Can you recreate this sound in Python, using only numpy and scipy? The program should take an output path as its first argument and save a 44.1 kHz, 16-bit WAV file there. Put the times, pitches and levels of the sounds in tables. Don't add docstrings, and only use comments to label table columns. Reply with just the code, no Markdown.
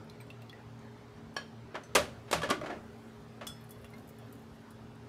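import sys
import numpy as np
from scipy import signal
from scipy.fft import rfft, irfft
from scipy.io import wavfile
from scipy.ndimage import uniform_filter1d

SR = 44100
rng = np.random.default_rng(int(sys.argv[2]) if len(sys.argv) > 2 else 0)


def invert_db(level):
    return 10 ** (np.asarray(level, dtype=float) / 20)


def output_pcm(signal):
    pcm = np.clip(np.atleast_2d(signal).T, -1, 1) * 32767
    wavfile.write(sys.argv[1], SR, np.round(pcm).astype(np.int16))


N = 224142

# frequency in Hz, level in dB per Hz.
AIR_COLOUR = [(12, -52), (20, -30.5), (95, -1.5), (195, -11), (251, -4), (297, -8), (323, -12.5),
              (416, -6.5), (452, -11), (863, -14.5), (1430, -18), (2500, -26), (4000, -29.5),
              (15200, -44.5), (16500, -51)]
# frequency in Hz, width in Hz, level in dB.
HUM = [(116.3, 6.3, -56.5), (155, 4.1, -63), (274.4, 5, -66.5)]
# frequency in Hz, level in dB.
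MOTOR = [(226.1, -56), (414.5, -62)]
# frequency in Hz, T60 in seconds.
ROOM_DECAY = [(100, 1), (300, 0.23), (1000, 0.23), (4000, 0.23), (12000, 0.17)]

# frequency in Hz, level in dB.
LINKS = [(8300, -13), (9400, -6), (9900, -7), (10300, -9), (11400, -6), (12300, -6), (13200, -9),
         (14100, -5), (14900, -11)]
# start in seconds, peak in dB, loudest link in Hz.
TINKLES = [(0.0423, -68, 9610), (0.0972, -60, 9860), (0.2043, -59, 9500), (0.2683, -67, 9400),
           (0.302, -61, 8770), (0.419, -58, 14600), (0.9224, -75, 8750), (0.9744, -75, 9800),
           (1.341, -62, 10000), (3.609, -62, 14100), (3.64, -58, 10000), (3.6925, -52, 10100),
           (3.707, -43, 9900), (3.7848, -64, 9760), (3.8137, -61, 12200), (3.845, -56, 10300),
           (3.9025, -61, 10200), (3.9639, -65, 11500), (3.9809, -60, 11500), (3.9943, -60, 9400),
           (4.0751, -56, 11300), (4.0894, -50, 14900), (4.1854, -56, 9840), (4.3257, -50.5, 14100),
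           (4.3525, -59, 9860), (4.3914, -64, 11200), (4.4204, -64, 12200), (4.5501, -66, 9880),
           (4.7052, -54, 9770), (4.9531, -66, 8180)]

# start in seconds, peak in dB, bubble in Hz, splash in dB re the bubble.
DRIPS = [(0.0973, -50, 4020, 5), (0.2022, -50.5, 2310, 3), (0.3026, -46, 2670, 6), (0.4204, -54, 2680, 7),
         (0.4962, -46, 3330, 5), (0.5294, -47.5, 1900, 4), (3.8458, -52, 2710, -3),
         (3.9354, -48.5, 2065, -12)]
# start in seconds, peak in dB, bubble in Hz.
BEADS = [(0.099, -54, 3500), (.212, -60, 13900), (.212, -53.5, 3930), (.303, -63, 4300), (0.495, -53, 4350),
         (.792, -57.5, 6500), (3.939, -54, 4150), (3.983, -56.5, 4290), (3.983, -62, 6800)]

# frequency in Hz, level in dB per Hz.
SLIDE_COLOUR = [(100, -20), (150, 1), (420, 11.5), (1200, 2), (2500, -8.5), (4000, -17), (7000, -24),
                (12000, -42), (16000, -53)]

# frequency in Hz, level in dB, T60 in seconds.
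JUG = [(535, -2, .08), (1110, 1, .1), (1500, -4, .05), (1675, 4, .14), (2560, -10, .22), (3125, 4, .065),
       (3145, -8, .25), (4315, -1, .2), (4450, -4, .1), (4680, -9, .16), (5560, 3, .06), (5715, -12, .18),
       (6830, -17, .08), (7246, -16, .13), (8600, -15, .08), (10100, -14, .04), (11420, -20, .09)]
LID = [(4370, -10, .08), (5985, 0, .12), (6150, -5, .04), (6320, -6, .14), (8000, -9, .13), (8300, -8, .04),
       (9577, -17, .09), (10980, -11, .06)]
CUP = [(1325, -19, .4), (1417, -14, .25), (2945, -10, .05), (3349, -4, .24), (3414, -1, .22),
       (5211, -10, .31), (5490, -12, .04), (6005, -12, .2), (6805, -14, .15), (7420, -11, .07),
       (8118, -12, .19), (8195, -8, .17), (9800, -9, .07), (10300, -17, .12), (10710, -16, .1),
       (11460, -14, .1), (12400, -14, .06), (14560, -13, .09)]
FOOT = [(1152, 5.5, 0.039), (1710, -9, 0.039), (3210, -7.5, 0.033), (5700, -12, .02)]
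CHARM = [(8210, 0, 0.092)]
LANDING_RING = [(9800, -4, .2), (382, 13, 0.11)]
# start in seconds, peak in dB, softness in dB per octave.
JUG_HITS = [
    (1.3652, -19, -2),
]
LID_HITS = [
    (1.835, -43, 0),
]
CUP_HITS = [
    (3.469, -27.5, 0),
    (3.71, -54, 12),
    (3.85, -56, 14),
    (4.2, -57.5, 16),
]
FOOT_HITS = [(1.756, -42, 0), (2.419, -25, -6), (2.491, -29, -4), (2.5005, -23.5, 5), (2.509, -16, 5.5),
             (2.613, -36, 3)]
CHARM_HITS = [
    (.204, -56, 0),
]
LANDING_RING_HITS = [
    (1.957, -26.5, 0),
]

# frequency in Hz, level in dB per Hz.
KNOCK_COLOUR = [(35, -71), (60, -9), (615, -1.5), (834, -7), (1430, -6), (1850, -9.5), (2040, -9.5),
                (2830, -8.5), (9840, -17.5), (15000, -28), (16500, -57)]
# frequency in Hz, level in dB, T60 in seconds.
COUNTER = [(290, -6, .06), (385, -4, .05), (585, 0, .06), (705, -3, .05), (960, -7, .04), (1165, -2, .05),
           (1445, -4, .05), (1700, -4, .04), (2020, -6, .04), (2285, -7, .03), (3300, -6, .025)]
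# start in seconds, peak in dB, hardness
# (treble tilt) in dB per octave, contact time in seconds, lightness (bass cut) in dB per octave.
KNOCKS = [(1.834, -50, 2, 0.011, -5), (1.9505, -14.5, 1.5, 0.0082, 0), (1.954, -11.5, -1.5, 0.0089, 8),
          (1.959, -16.5, -3, 0.0097, 0.5), (1.969, -22, -4, 0.012, -0.5), (2.312, -23, 1.5, 0.0074, 1),
          (2.328, -13, -2.5, 0.0098, 3.5), (2.418, -28.5, -3.5, 0.0087, 10), (2.431, -24, -6, 0.021, 2),
          (2.489, -29, -5, 0.015, 1), (2.501, -27.5, 1, 0.0036, 19), (2.505, -17.5, -5, 0.011, 1),
          (2.612, -39.5, -3, 0.0066, -5.5), (2.66, -32.5, -7.5, 0.014, 8), (2.701, -32.5, -8.5, 0.013, 3),
          (3.468, -32, 5, 0.0052, 28), (3.844, -44, -6, 0.0052, 17),
          (1.364, -26.5, -5.5, 0.01, 5.5), (1.743, -34, -10.5, 0.016, 3), (1.753, -28, -9.5, 0.011, 5.5),
          (2.275, -45, -6, 0.13, 10), (3.41, -35, -8.5, 0.026, 6.5)]
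# start in seconds, peak in dB, frequency in Hz.
THUMPS = [(1.957, -44, 74.6), (2.328, -39.5, 161.4), (2.331, -46, 77), (3.419, -59, 61.7)]

AIR_DB = -50.5
SLEEVE_MOVES_S = [1.7, 2.8, 3.12, 3.4]
SLEEVE_HISS_DB = [-4, 0.5, 0.5, -3]
LINK_T60_S = 0.043
SHIVER_START_S, SHIVER_END_S, SHIVER_DB, SHIVER_SAG_DB_PER_S = 3.55, 4.62, -79, -4
BUBBLE_CYCLES = 164
BEAD_T60_S, BEAD_SPLASH_DB = 0.022, 1
SLIDE_START_S, SLIDE_TOP_S, SLIDE_END_S = 2.615, 2.63, 2.79
SLIDE_DB, SLIDE_RISE_DB, SLIDE_SAG_DB_PER_S = -36, -14, -81
SLIPS_PER_S, SLIP_S = 390, 0.0034
GRIP_S = 0.011
JUG_FREE_DB, LID_FREE_DB, CUP_FREE_DB = -9, -7, -1
RING_DB, RING_PER_HARD, RING_PER_LIGHT = -3, -1.24, -1.92
QUIET_EDGE_HZ, LOUD_TOP_DB = 15750, -68


def evened(x):
    return x / np.sqrt(np.mean(x ** 2) + 1e-20)


def peaked(x):
    return x / np.max(abs(x))


def read(points, hz):
    f, value = np.transpose(points)
    return np.interp(np.log(hz + 1), np.log(f + 1), value)


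def add(mix, s, sound):
    part = mix[round(s * SR):][:len(sound)]
    part += sound[:len(part)]


def smooth_noise(size, span):
    return evened(uniform_filter1d(rng.standard_normal(size), span))


def coloured(points, size, treble_db=0, bass_db=0):
    octaves = np.log2(np.fft.rfftfreq(size, 1 / SR) + 50)
    treble = treble_db * np.maximum(octaves - np.log2(1800), 0)
    bass = max(bass_db, 0) * np.minimum(octaves - np.log2(800), 0)
    gain = invert_db(read(points, 2 ** octaves - 50) + treble + bass)
    return evened(irfft(rfft(rng.standard_normal(size)) * gain, size))


def ring(modes, size=20000, split_hz=0):
    hz, db, t60 = np.transpose(modes)[:, :, None]
    t = np.arange(size) / SR
    phase, beat, start = rng.random((len(hz), 3)).T[:, :, None]
    pair = 1 + 0.4 * np.sin(2 * np.pi * (split_hz * (0.4 + beat) * t + start))
    waves = invert_db(db - 60 * t / t60) * pair * np.sin(2 * np.pi * (hz * t + phase))
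    return waves.sum(axis=0) * (1 - np.exp(-t / 0.0011))


def crack(length, low_hz, top_hz=15000, size=2000):
    t = np.arange(size) / SR
    band = signal.butter(2, [low_hz, min(top_hz, 15500)], "band", fs=SR)
    return peaked(signal.lfilter(*band, rng.standard_normal(size) * np.exp(-t / length)))


def fading(x):
    hz, t, z = signal.stft(x, SR, nperseg=256)
    fall_db = -60 * t / read(ROOM_DECAY, hz)[:, None]
    house = invert_db(-19.0 + 0.38 * fall_db)
    return signal.istft(z * (invert_db(fall_db) + house), SR, nperseg=256)[1][:len(x)]


def room(x, count=3):
    out = np.zeros(N)
    turn = np.pi * 6.5 * np.arange(N) / SR
    for k in range(count):
        taps = np.zeros(SR // 2)
        at = np.arange(40, len(taps) - 10, 10)
        taps[at + rng.integers(0, 10, len(at))] = rng.choice([-1., 1.], len(at))
        tail = fading(taps)
        share = np.sqrt(2 / count) * np.cos(turn + np.pi * k / count)
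        out += signal.fftconvolve(x * share, tail / np.linalg.norm(tail))[:N]
    return out


def air():
    frames, hz = N // 512 + 5, np.fft.rfftfreq(2048, 1 / SR)
    a, b, patches = rng.standard_normal((frames, len(hz), 3)).T
    patches = evened(uniform_filter1d(uniform_filter1d(patches, 9, 0), 6, 1))
    hiss_db = np.interp(np.arange(frames) * 512 / SR, SLEEVE_MOVES_S, SLEEVE_HISS_DB)
    top = np.outer(np.clip(np.log2(hz / 5000 + 1e-9), 0, 1), hiss_db)
    z = (a + 1j * b) * invert_db(read(AIR_COLOUR, hz)[:, None] + 2.17 * patches + top)
    out = invert_db(AIR_DB - 3.5) * evened(signal.istft(z, nperseg=2048, noverlap=1536)[1][:N])
    fine = np.fft.rfftfreq(N, 1 / SR)
    for f, width, db in HUM:
        line = rfft(rng.standard_normal(N)) / (1 + (2 * (fine - f) / width) ** 2)
        out += invert_db(db) * evened(irfft(line, N))
    for f, db in MOTOR:
        waver = smooth_noise(N, 6000)
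        pitch = f + 1.39 * waver[::-1]
        out += invert_db(db + 2 + 2.0 * waver) * np.sin(2 * np.pi * np.cumsum(pitch) / SR)
    return out


def bracelet():
    hz, db = np.transpose(LINKS)
    out = np.zeros(N)
    for s, peak_db, main_hz in TINKLES:
        shift, chance = rng.standard_normal((len(hz), 2)).T
        others = np.transpose([hz * (1 + 0.015 * shift), db + 3 * chance, np.full(len(hz), 0.03)])
        touch = ring([(main_hz, 0, LINK_T60_S), *others], size=6000, split_hz=76)
        add(out, s, invert_db(peak_db) * peaked(touch))
        add(out, s, invert_db(peak_db - 2.0) * crack(0.01, 5700))
    t = np.arange(N) / SR
    shivering = (t > SHIVER_START_S) * (t < SHIVER_END_S)
    level = invert_db(SHIVER_DB + SHIVER_SAG_DB_PER_S * (t - SHIVER_START_S)) * shivering
    for f, d in zip(hz, db):
        bursts = invert_db(4 * smooth_noise(N, 2000))
        touches = (rng.random(N) < 140 / SR) * rng.standard_normal(N) * level * bursts
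        link = ring([(f, d, 0.065), (1.012 * f, d - 2, 0.05), (0.986 * f, d - 3, 0.04)], size=3000)
        out += signal.oaconvolve(touches, link)[:N]
    return out


def drips():
    out, t = np.zeros(N), np.arange(3000) / SR
    drops = [(s, db, hz, BUBBLE_CYCLES / hz, splash_db) for s, db, hz, splash_db in DRIPS]
    drops += [(*bead, BEAD_T60_S, BEAD_SPLASH_DB) for bead in BEADS]
    for s, db, hz, t60, splash_db in drops:
        sound = invert_db(-60 * t / t60) * np.sin(2 * np.pi * hz * (t + 1.06 * t ** 2))
        splash = crack(0.005, 0.95 * hz, 1.5 * hz) + 0.45 * crack(0.002, hz)
        sound[:2000] += invert_db(splash_db) * splash / 2
        add(out, s, invert_db(db) * sound)
    return out


def slide():
    t = np.arange(SLIDE_START_S, SLIDE_END_S, 1 / SR)
    gathering_db = SLIDE_RISE_DB * (SLIDE_TOP_S - t) / (SLIDE_TOP_S - SLIDE_START_S)
    sagging_db = SLIDE_SAG_DB_PER_S * (t - SLIDE_TOP_S)
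    level_db = SLIDE_DB + np.where(t < SLIDE_TOP_S, gathering_db, sagging_db)
    grains = evened(invert_db(2.5 * smooth_noise(len(t), 150)))
    slips = (rng.random(len(t)) < SLIPS_PER_S / SR) * rng.exponential(1, len(t))
    slips = uniform_filter1d(slips, size=60)
    catches = signal.lfilter([1], [1, -np.exp(-1 / (SLIP_S * SR))], slips)
    grains = evened(grains + 1.05 * catches)
    rub = coloured(SLIDE_COLOUR, len(t)) * grains * signal.windows.tukey(len(t), 0.3)
    out = np.zeros(N)
    add(out, t[0], invert_db(level_db) * rub)
    return out


def clinks():
    out = np.zeros(N)
    blow = np.exp(-(np.arange(20000) / (GRIP_S * SR)) ** 2)
    objects = [(JUG, JUG_HITS, 50, JUG_FREE_DB),
               (LID, LID_HITS, 60, LID_FREE_DB),
               (CUP, CUP_HITS, 25, CUP_FREE_DB),
               (FOOT, FOOT_HITS, 60, LID_FREE_DB),
               (CHARM, CHARM_HITS, 20, CUP_FREE_DB),
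               (LANDING_RING, LANDING_RING_HITS, 40, CUP_FREE_DB)]
    for modes, hits, split_hz, free_db in objects:
        grip = invert_db(free_db) + (1 - invert_db(free_db)) * blow
        for s, db, soft_db in hits:
            softness = max(soft_db, 0)
            struck = [(hz, d - softness * abs(np.log2(hz / 3400)), t60) for hz, d, t60 in modes]
            add(out, s, invert_db(db - 4) * peaked(grip * ring(struck, split_hz=split_hz)))
    return out


def knocks():
    rough, body, t = np.zeros(N), np.zeros(N), np.arange(16384) / SR
    for s, db, treble_db, contact, bass_db in KNOCKS:
        rise = 1 - np.exp(-t / (0.043 * contact))
        fall = np.exp(-t / contact)
        blow = peaked(coloured(KNOCK_COLOUR, len(t), treble_db, bass_db) * rise * fall)
        lumps = invert_db(0.91 * smooth_noise(len(t), 130))
        scatter = fading(coloured(KNOCK_COLOUR, len(t), treble_db, bass_db)) * (1 - fall) * lumps
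        fill = invert_db(-18.0) * np.sqrt(contact / 0.0061)
        add(rough, s, invert_db(db) * (blow + fill * scatter))
        spot = np.array(COUNTER) * [rng.uniform(1.0, 1.01), 1, 0.8]
        ring_db = RING_DB + RING_PER_HARD * treble_db + RING_PER_LIGHT * bass_db
        rung = signal.fftconvolve(blow[:200], ring(spot, size=6000))
        add(body, s, invert_db(db + ring_db) * peaked(rung))
    for s, db, hz in THUMPS:
        flex = np.sin(2 * np.pi * hz * t) * t ** 2 * np.exp(-t / 0.024)
        add(rough, s, invert_db(db) * peaked(flex))
    return rough, body


def scene():
    background = air()
    light = bracelet() + drips()
    rings = clinks()
    rough, body = knocks()
    heavy = body + slide()
    wet = room(invert_db(-5.5) * heavy + invert_db(-10.0) * light)
    wet += invert_db(-8) * room(rings)
    return (rough + invert_db(-4.0) * heavy + invert_db(-0.5) * light + rings + wet + background)[None]


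def roll_off(x):
    return signal.sosfilt(signal.butter(12, 16780, fs=SR, output="sos"), x)


def record(dry):
    window = ("kaiser", 8)
    edge = signal.firwin(255, 16500, window=window, fs=SR)
    high = signal.firwin(511, QUIET_EDGE_HZ, window=window, fs=SR, pass_zero=False)
    top = signal.oaconvolve(dry, high[None], "same")
    quiet = uniform_filter1d(top ** 2, 400) < invert_db(2 * LOUD_TOP_DB)
    kept = dry - top * uniform_filter1d(1. * quiet, 200)
    return roll_off(signal.oaconvolve(kept, edge[None], "same"))


dry = scene()
out = record(dry)
output_pcm(out)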